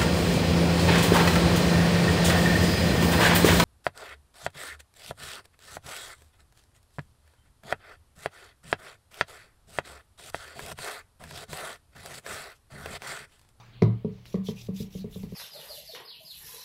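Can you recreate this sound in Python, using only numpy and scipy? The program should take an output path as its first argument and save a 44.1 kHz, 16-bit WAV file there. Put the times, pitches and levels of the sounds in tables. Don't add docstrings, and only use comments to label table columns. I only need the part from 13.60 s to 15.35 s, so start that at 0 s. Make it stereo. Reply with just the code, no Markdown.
import sys
import numpy as np
from scipy import signal
from scipy.fft import rfft, irfft, next_fast_len
from scipy.io import wavfile
from scipy.ndimage import uniform_filter1d, map_coordinates

SR = 44100
rng = np.random.default_rng(int(sys.argv[2]) if len(sys.argv) > 2 else 0)


def wrap_up_sound(samples):
    columns = np.atleast_2d(samples).T
    tamed = np.clip(columns, -1, 1)
    steps = np.round(tamed * 32767).astype(np.int16)
    wavfile.write(sys.argv[1], SR, steps)


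N = 77175

# frequency in Hz, density in dB per Hz.
AIR_SPECTRUM = [(60, -0.5), (125, -1), (220, -20.5), (450, -15), (1250, -23.5), (1550, -26.5), (2300, -21),
                (4500, -28.5), (7200, -56)]
# frequency in Hz, left-right correlation from 0 to 1.
AIR_COHERENCE = [(60, 0.97), (290, 1), (700, 0.052), (3000, 0)]
# frequency in Hz, density in dB per Hz.
FADE_SPECTRUM = [(250, -27), (400, -15), (1200, -2.5), (2400, -9), (7000, -21), (9000, -34)]
# frequency in Hz, density in dB per Hz.
RUMBLE_SPECTRUM = [(20, 1.5), (40, 0), (70, 26), (100, -48.5)]
# frequency in Hz, time to fall by 60 dB in s.
ROOM_DECAY = [(200, 0.1), (1000, 0.36), (3000, 0.3), (9000, 0.05)]

# frequency in Hz, density in dB per Hz.
SKIN_SPECTRUM = [(1200, -30), (2400, -6), (3530, 1), (4430, 0), (5900, 2), (9000, -20), (11700, -39)]
# frequency in Hz, density in dB per Hz.
SHEEN_SPECTRUM = [(4410, -12), (7500, 4), (8800, -5), (10800, 4.5), (15100, 1.5), (15800, -6)]
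# frequency in Hz, density in dB per Hz.
SLIDE_SPECTRUM = [(1800, -29.5), (2700, -10.5), (4400, -8), (5400, -48)]
# frequency in Hz, left-right correlation from 0 to 1.
SKIN_COHERENCE = [(1500, .7), (3000, .75), (6000, .5), (12000, .2)]
# frequency in Hz, left minus right in dB.
SKIN_LEAN = [(3000, -1), (15000, -5.5)]
# start in seconds, length in seconds, level in dB, level of the sheen
# in dB, place of the top as a share of the length (held within 0.1 to 0.9).
STROKES_OF_SKIN = [(0.504, 0.16, -66, -101, 0.1), (0.645, 0.14, -54.5, -62.5, 0),
                   (0.833, 0.084, -45.5, -54, 0.46), (0.948, 0.14, -50.5, -57.5, 0.29),
                   (1.132, 0.11, -47.5, -51.5, 0.64), (1.297, 0.13, -51, -58, 0.45),
                   (1.495, 0.17, -55, -57, 0.25), (1.675, 0.33, -56.5, -61, 0.28)]
# start in seconds, length in seconds, level in dB, pitch in Hz.
HAND_HOLLOWS = [(0.863, 0.021, -39, 3400), (0.964, 0.037, -51, 2630), (0.976, 0.058, -54.5, 3570),
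                (1.19, 0.014, -46.5, 3600), (1.387, 0.031, -51, 4140), (1.525, 0.025, -47, 3610)]
# start in seconds, starting level of the tone in dB, pitch in Hz.
SKIN_SMACKS = [(.6560, -34, 2840), (0.662, -36, 4940), (1.6319, -34.5, 4500)]

# frequency in Hz, time to fall by 60 dB in s, then the relative signed
COUNTER_MODES = [(110, 0.29, 0.27, 0.0142, 0.0167), (114.6, 0.41, -0.34, 0.0069, 0.0075),
                 (122.4, 0.31, -0.11, 0.0082, 0.0041), (159.5, 0.29, -0.17, 0.028, 0.0264),
                 (189.7, 0.49, 0.092, -0.018, -0.087), (203, 0.076, -0.55, 0.14, 0.41),
                 (204, 0.14, 0.43, -0.07, -0.27), (217.75, 0.15, 0.19, -0.073, -0.052),
                 (313.7, 0.11, 0.05, -0.00054, 0.003), (359.4, 0.097, -0.22, 0.012, -0.014),
                 (375, 0.04, 0.43, -0.012, 0.012), (418, 0.25, 0.05, 0.019, 0.006),
                 (430, 0.073, 0.13, 0.036, 0.037), (444.3, 0.2, 0.058, 0.016, 0.0162),
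                 (475.4, 0.062, -0.046, 0.032, 0.059), (537.7, 0.034, 0.11, 0.038, 0.073),
                 (619.4, 0.049, -0.039, 0.0116, 0.0081), (683, 0.036, -0.12, -0.00016, 0.015),
                 (964, 0.081, -0.02, 0.0034, -0.002), (1126, 0.015, 0.058, -0.016, 0.046)]
# start in seconds, strength in dB, contact time in ms, click level in dB,
# part of the base (0 flat, 1 first edge, 2 second edge).
BOTTLE_LANDINGS = [(0.22, 1, 0.27, -17, 0), (0.4462, 4, 0.79, -44, 1), (.7420, 1.84, 0.11, -33.5, 2),
                   (0.8855, 0.3, 0.092, -37.5, 1), (1.0862, -2, 1.54, -72, 2), (1.202, 1, 3, -48, 1),
                   (1.3503, -4, 2.67, -65, 2), (1.4423, -3.5, 1.17, -83, 1), (1.5587, -9.5, 0.97, -66, 2),
                   (1.6332, -1.5, 4.2, -39, 1), (1.7215, -9, 1.63, -64, 2)]
# frequency in Hz, density in dB per Hz.
THUD_SPECTRUM = [(25, -13), (65, 11), (130, 0), (270, 3.5), (650, -18.5), (1000, -25), (1600, -53.5)]
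# level in dB for the flat base, the first edge, the second edge.
THUD_LEVELS = [-20.5, -43.5, -39]
# frequency in Hz, density in dB per Hz.
CLICK_SPECTRUM = [(1000, 1), (1780, -9.5), (1980, 3), (2600, -9.5), (3600, -6), (6100, -16), (8000, -34),
                  (11500, -31), (15500, -48)]
# frequency in Hz, left minus right in dB.
COUNTER_LEAN = [(60, -3.5), (180, 0), (400, -4), (1000, -2.5)]

AIR_DB, FADE_DB, FADE_T60_S = -54, -51, 0.69
RUMBLE_START_DB, RUMBLE_GROWS_DB_PER_S = -53.5, 6
HUM_HZ, HUM_START_DB, HUM_FADES_DB_PER_S = 117.9, -50, 3
HUM_WAVER_DB, HUM_WAVER_RAD = 3.5, 0.6
ROOM_DB = -10
LEFT_LAG_S = 0.00008

SLIDE_START_S, SLIDE_LONG_S, SLIDE_DB = 0.118, 0.13, -57
ARCH_POWER = 0.63
TRAIL_T60_S = 0.14
HOLLOW_WIDTH = 0.087
SMACK_T60_S, SMACK_NOISE = 0.0038, 0.2

MODE_SCATTER_DB, RING_RISE_S = 0.3, 0.0025
CHOKE_S = 0.19
THUD_T60_S, THUD_LEAD_S = 0.31, 0.0043
CLICK_T60_S, CLICK_AFTER_S, CLICK_RISE_S = 0.015, 0.0008, 0.001
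BOUNCE_S, BOUNCE_DB = 0.0115, -7

FLOOR_HISS_DB = -93.5
LOW_HZ, TOP_HZ = 52, 15830


def amp(db):
    return 10 ** (np.asarray(db) / 20)


def unit(x):
    return x / np.sqrt(np.mean(x ** 2) + 1e-20)


def along(points, hz):
    f, v = np.transpose(points)
    return np.interp(np.log(hz + 1), np.log(f + 1), v)


def wobble(rate):
    knots = rng.standard_normal(int(N * rate / SR) + 4)
    return map_coordinates(knots, [np.arange(N) * rate / SR])


def filtered(x, response):
    size = next_fast_len(x.shape[-1] + 8192)
    hz = np.fft.rfftfreq(size, 1 / SR)
    return irfft(rfft(x, size) * response(hz), size)[..., :x.shape[-1]]


def placed(pair, sides):
    half = np.array([[.5], [-.5]])

    def response(hz):
        lean = amp(half * along(sides, hz))
        return lean * np.exp(-2j * np.pi * hz * half * LEFT_LAG_S)

    return filtered(pair, response)


def rush(spectrum, alike, patchy_db):
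    hz, _, z = signal.stft(rng.standard_normal((2, N)), SR, nperseg=512)
    patches = uniform_filter1d(rng.standard_normal(z.shape[1:]), size=5, axis=0)
    patches = uniform_filter1d(patches, size=6, axis=1)
    z = z * amp(patchy_db * unit(patches) + along(spectrum, hz)[:, None])
    angle = np.arccos(np.clip(along(alike, hz), -1, 1))[:, None] / 2
    mid, side = z[0] * np.cos(angle), z[1] * np.sin(angle)
    stereo = signal.istft(np.array([mid + side, mid - side]), SR, nperseg=512)[1]
    return unit(stereo[:, :N])


def arch(start, length, top=0.14):
    u = (np.arange(N) / SR - start) / length
    top = np.clip(top, .1, .9)
    slope = np.clip(np.minimum(u / top, (1 - u) / (1 - top)), 0, 1)
    swell = np.sin(np.pi / 2 * slope) ** ARCH_POWER
    keep = amp(-120 / TRAIL_T60_S / SR)
    return np.sqrt(signal.lfilter([1 - keep], [1, -keep], swell ** 2))


def room(x):
    hz, t, z = signal.stft(rng.standard_normal((2, SR // 2)), SR, nperseg=256)
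    decay = amp(-60 * t / along(ROOM_DECAY, hz)[:, None])
    tail = signal.istft(z * decay, SR, nperseg=256)[1]
    tail = tail / np.linalg.norm(tail[0])
    delayed = np.pad(x, (260, 0))[None]
    return amp(ROOM_DB) * signal.fftconvolve(delayed, tail, axes=1)[:, :len(x)]


def hum(t):
    level = amp(HUM_START_DB - HUM_FADES_DB_PER_S * t + HUM_WAVER_DB * wobble(8.8))
    phase = 2 * np.pi * HUM_HZ * t + HUM_WAVER_RAD * wobble(7.0)
    return level * np.sqrt(2) * np.sin(phase)


def air():
    t = np.arange(N) / SR
    steady = amp(AIR_DB) * rush(AIR_SPECTRUM, AIR_COHERENCE, patchy_db=1.5)
    fade = amp(FADE_DB - 60 * t / FADE_T60_S) * rush(FADE_SPECTRUM, AIR_COHERENCE, patchy_db=4.5)
    rumble_level = amp(RUMBLE_START_DB + RUMBLE_GROWS_DB_PER_S * t)
    rumble = rumble_level * rush(RUMBLE_SPECTRUM, AIR_COHERENCE, patchy_db=0)
    return steady + rumble + hum(t) + fade


def strokes():
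    swells = np.array([arch(start, length, top) for start, length, _, _, top in STROKES_OF_SKIN])
    _, _, db, sheen_db, _ = np.transpose(STROKES_OF_SKIN)
    skin = amp(db) @ swells * amp(2.2 * wobble(140))
    skin = skin * rush(SKIN_SPECTRUM, SKIN_COHERENCE, patchy_db=2)
    sheen = amp(sheen_db) @ swells * amp(wobble(150))
    return skin + sheen * rush(SHEEN_SPECTRUM, SKIN_COHERENCE, patchy_db=2.5)


def hollows():
    out, w = np.zeros((2, N)), HOLLOW_WIDTH
    for start, length, db, hz in HAND_HOLLOWS:
        band = [(hz * (1 - 2 * w), -40), (hz * (1 - w), 0), (hz * (1 + w), -2), (hz * (1 + 6 * w), -40)]
        out += amp(db) * arch(start, length) * rush(band, SKIN_COHERENCE, patchy_db=-1.5)
    return out


def finger_slide():
    swell = amp(SLIDE_DB) * arch(SLIDE_START_S, SLIDE_LONG_S)
    return swell * rush(SLIDE_SPECTRUM, SKIN_COHERENCE, patchy_db=2)


def smacks():
    t, out = np.arange(N) / SR, np.zeros(N)
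    crack = SMACK_NOISE * rng.standard_normal(N)
    for start, db, hz in SKIN_SMACKS:
        decay = amp(db - 60 * np.clip(t - start, 0, 1) / SMACK_T60_S) * (t > start)
        out += decay * (np.sin(2 * np.pi * hz * (t - start)) + crack)
    return out


def hands():
    pats = smacks()
    return placed(strokes() + hollows() + finger_slide() + pats + room(pats), SKIN_LEAN)


def counter_ring(t, strength_db, contact_ms, part):
    hz, t60, *swing = np.transpose(COUNTER_MODES)[:, :, None]
    soft = 1 / (1 + (hz * contact_ms / 1000) ** 2)
    scatter = rng.normal(0, MODE_SCATTER_DB, hz.shape)
    level = swing[round(part)] * amp(strength_db + scatter - 60 * t / t60)
    modes = (soft * level * np.sin(2 * np.pi * hz * t)).sum(0)
    return modes * (1 - np.exp(-(t / RING_RISE_S) ** 2)) * np.exp(-(t / CHOKE_S) ** 4)


def base_click(t, click_db):
    since = np.clip(t - CLICK_AFTER_S - np.array([[0], [BOUNCE_S]]), 0, 1)
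    bursts = amp(-60 * since / CLICK_T60_S) * (1 - np.exp(-(since / CLICK_RISE_S) ** 2))
    envelope = amp([click_db, click_db + BOUNCE_DB]) @ bursts
    noise = rng.standard_normal((2, len(t)))
    return envelope * unit(filtered(noise, lambda f: amp(along(CLICK_SPECTRUM, f))))


def cabinet_thud(t, strength_db, part):
    rough = unit(filtered(rng.standard_normal(len(t)), lambda f: amp(along(THUD_SPECTRUM, f))))
    decay = amp(THUD_LEVELS[round(part)] + strength_db - 60 * t / THUD_T60_S)
    return decay * (1 - np.exp(-(t / THUD_LEAD_S) ** 2)) * rough


def bottle():
    out, t = np.zeros((2, N + SR)), np.arange(SR // 2) / SR
    for start, strength_db, contact_ms, click_db, part in BOTTLE_LANDINGS:
        ring = counter_ring(t, strength_db, contact_ms, part)
        click = base_click(t, click_db)
        thud = cabinet_thud(t, strength_db, part)
        high = filtered(ring, lambda f: f ** 2 / (f ** 2 + 400 ** 2))
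        echo = room(click[0] + amp(3.5) * high)
        out[:, round((start - THUD_LEAD_S) * SR):][:, :len(t)] += thud
        out[:, round(start * SR):][:, :len(t)] += ring + click + echo
    return placed(out[:, :N], COUNTER_LEAN)


def scene():
    return air() + hands() + bottle()


def record(dry):
    hiss_spectrum = [(3000, -20), (5500, 0), (8500, -9), (12500, 0)]  # Hz, dB per Hz
    hiss = amp(FLOOR_HISS_DB + 2 * wobble(15)) * rush(hiss_spectrum, [(3000, 0)], patchy_db=2)
    return filtered(dry + hiss, lambda hz: (1j * hz / (LOW_HZ + 1j * hz)) ** 2 * (hz < TOP_HZ))


dry = scene()
out = record(dry)
wrap_up_sound(out)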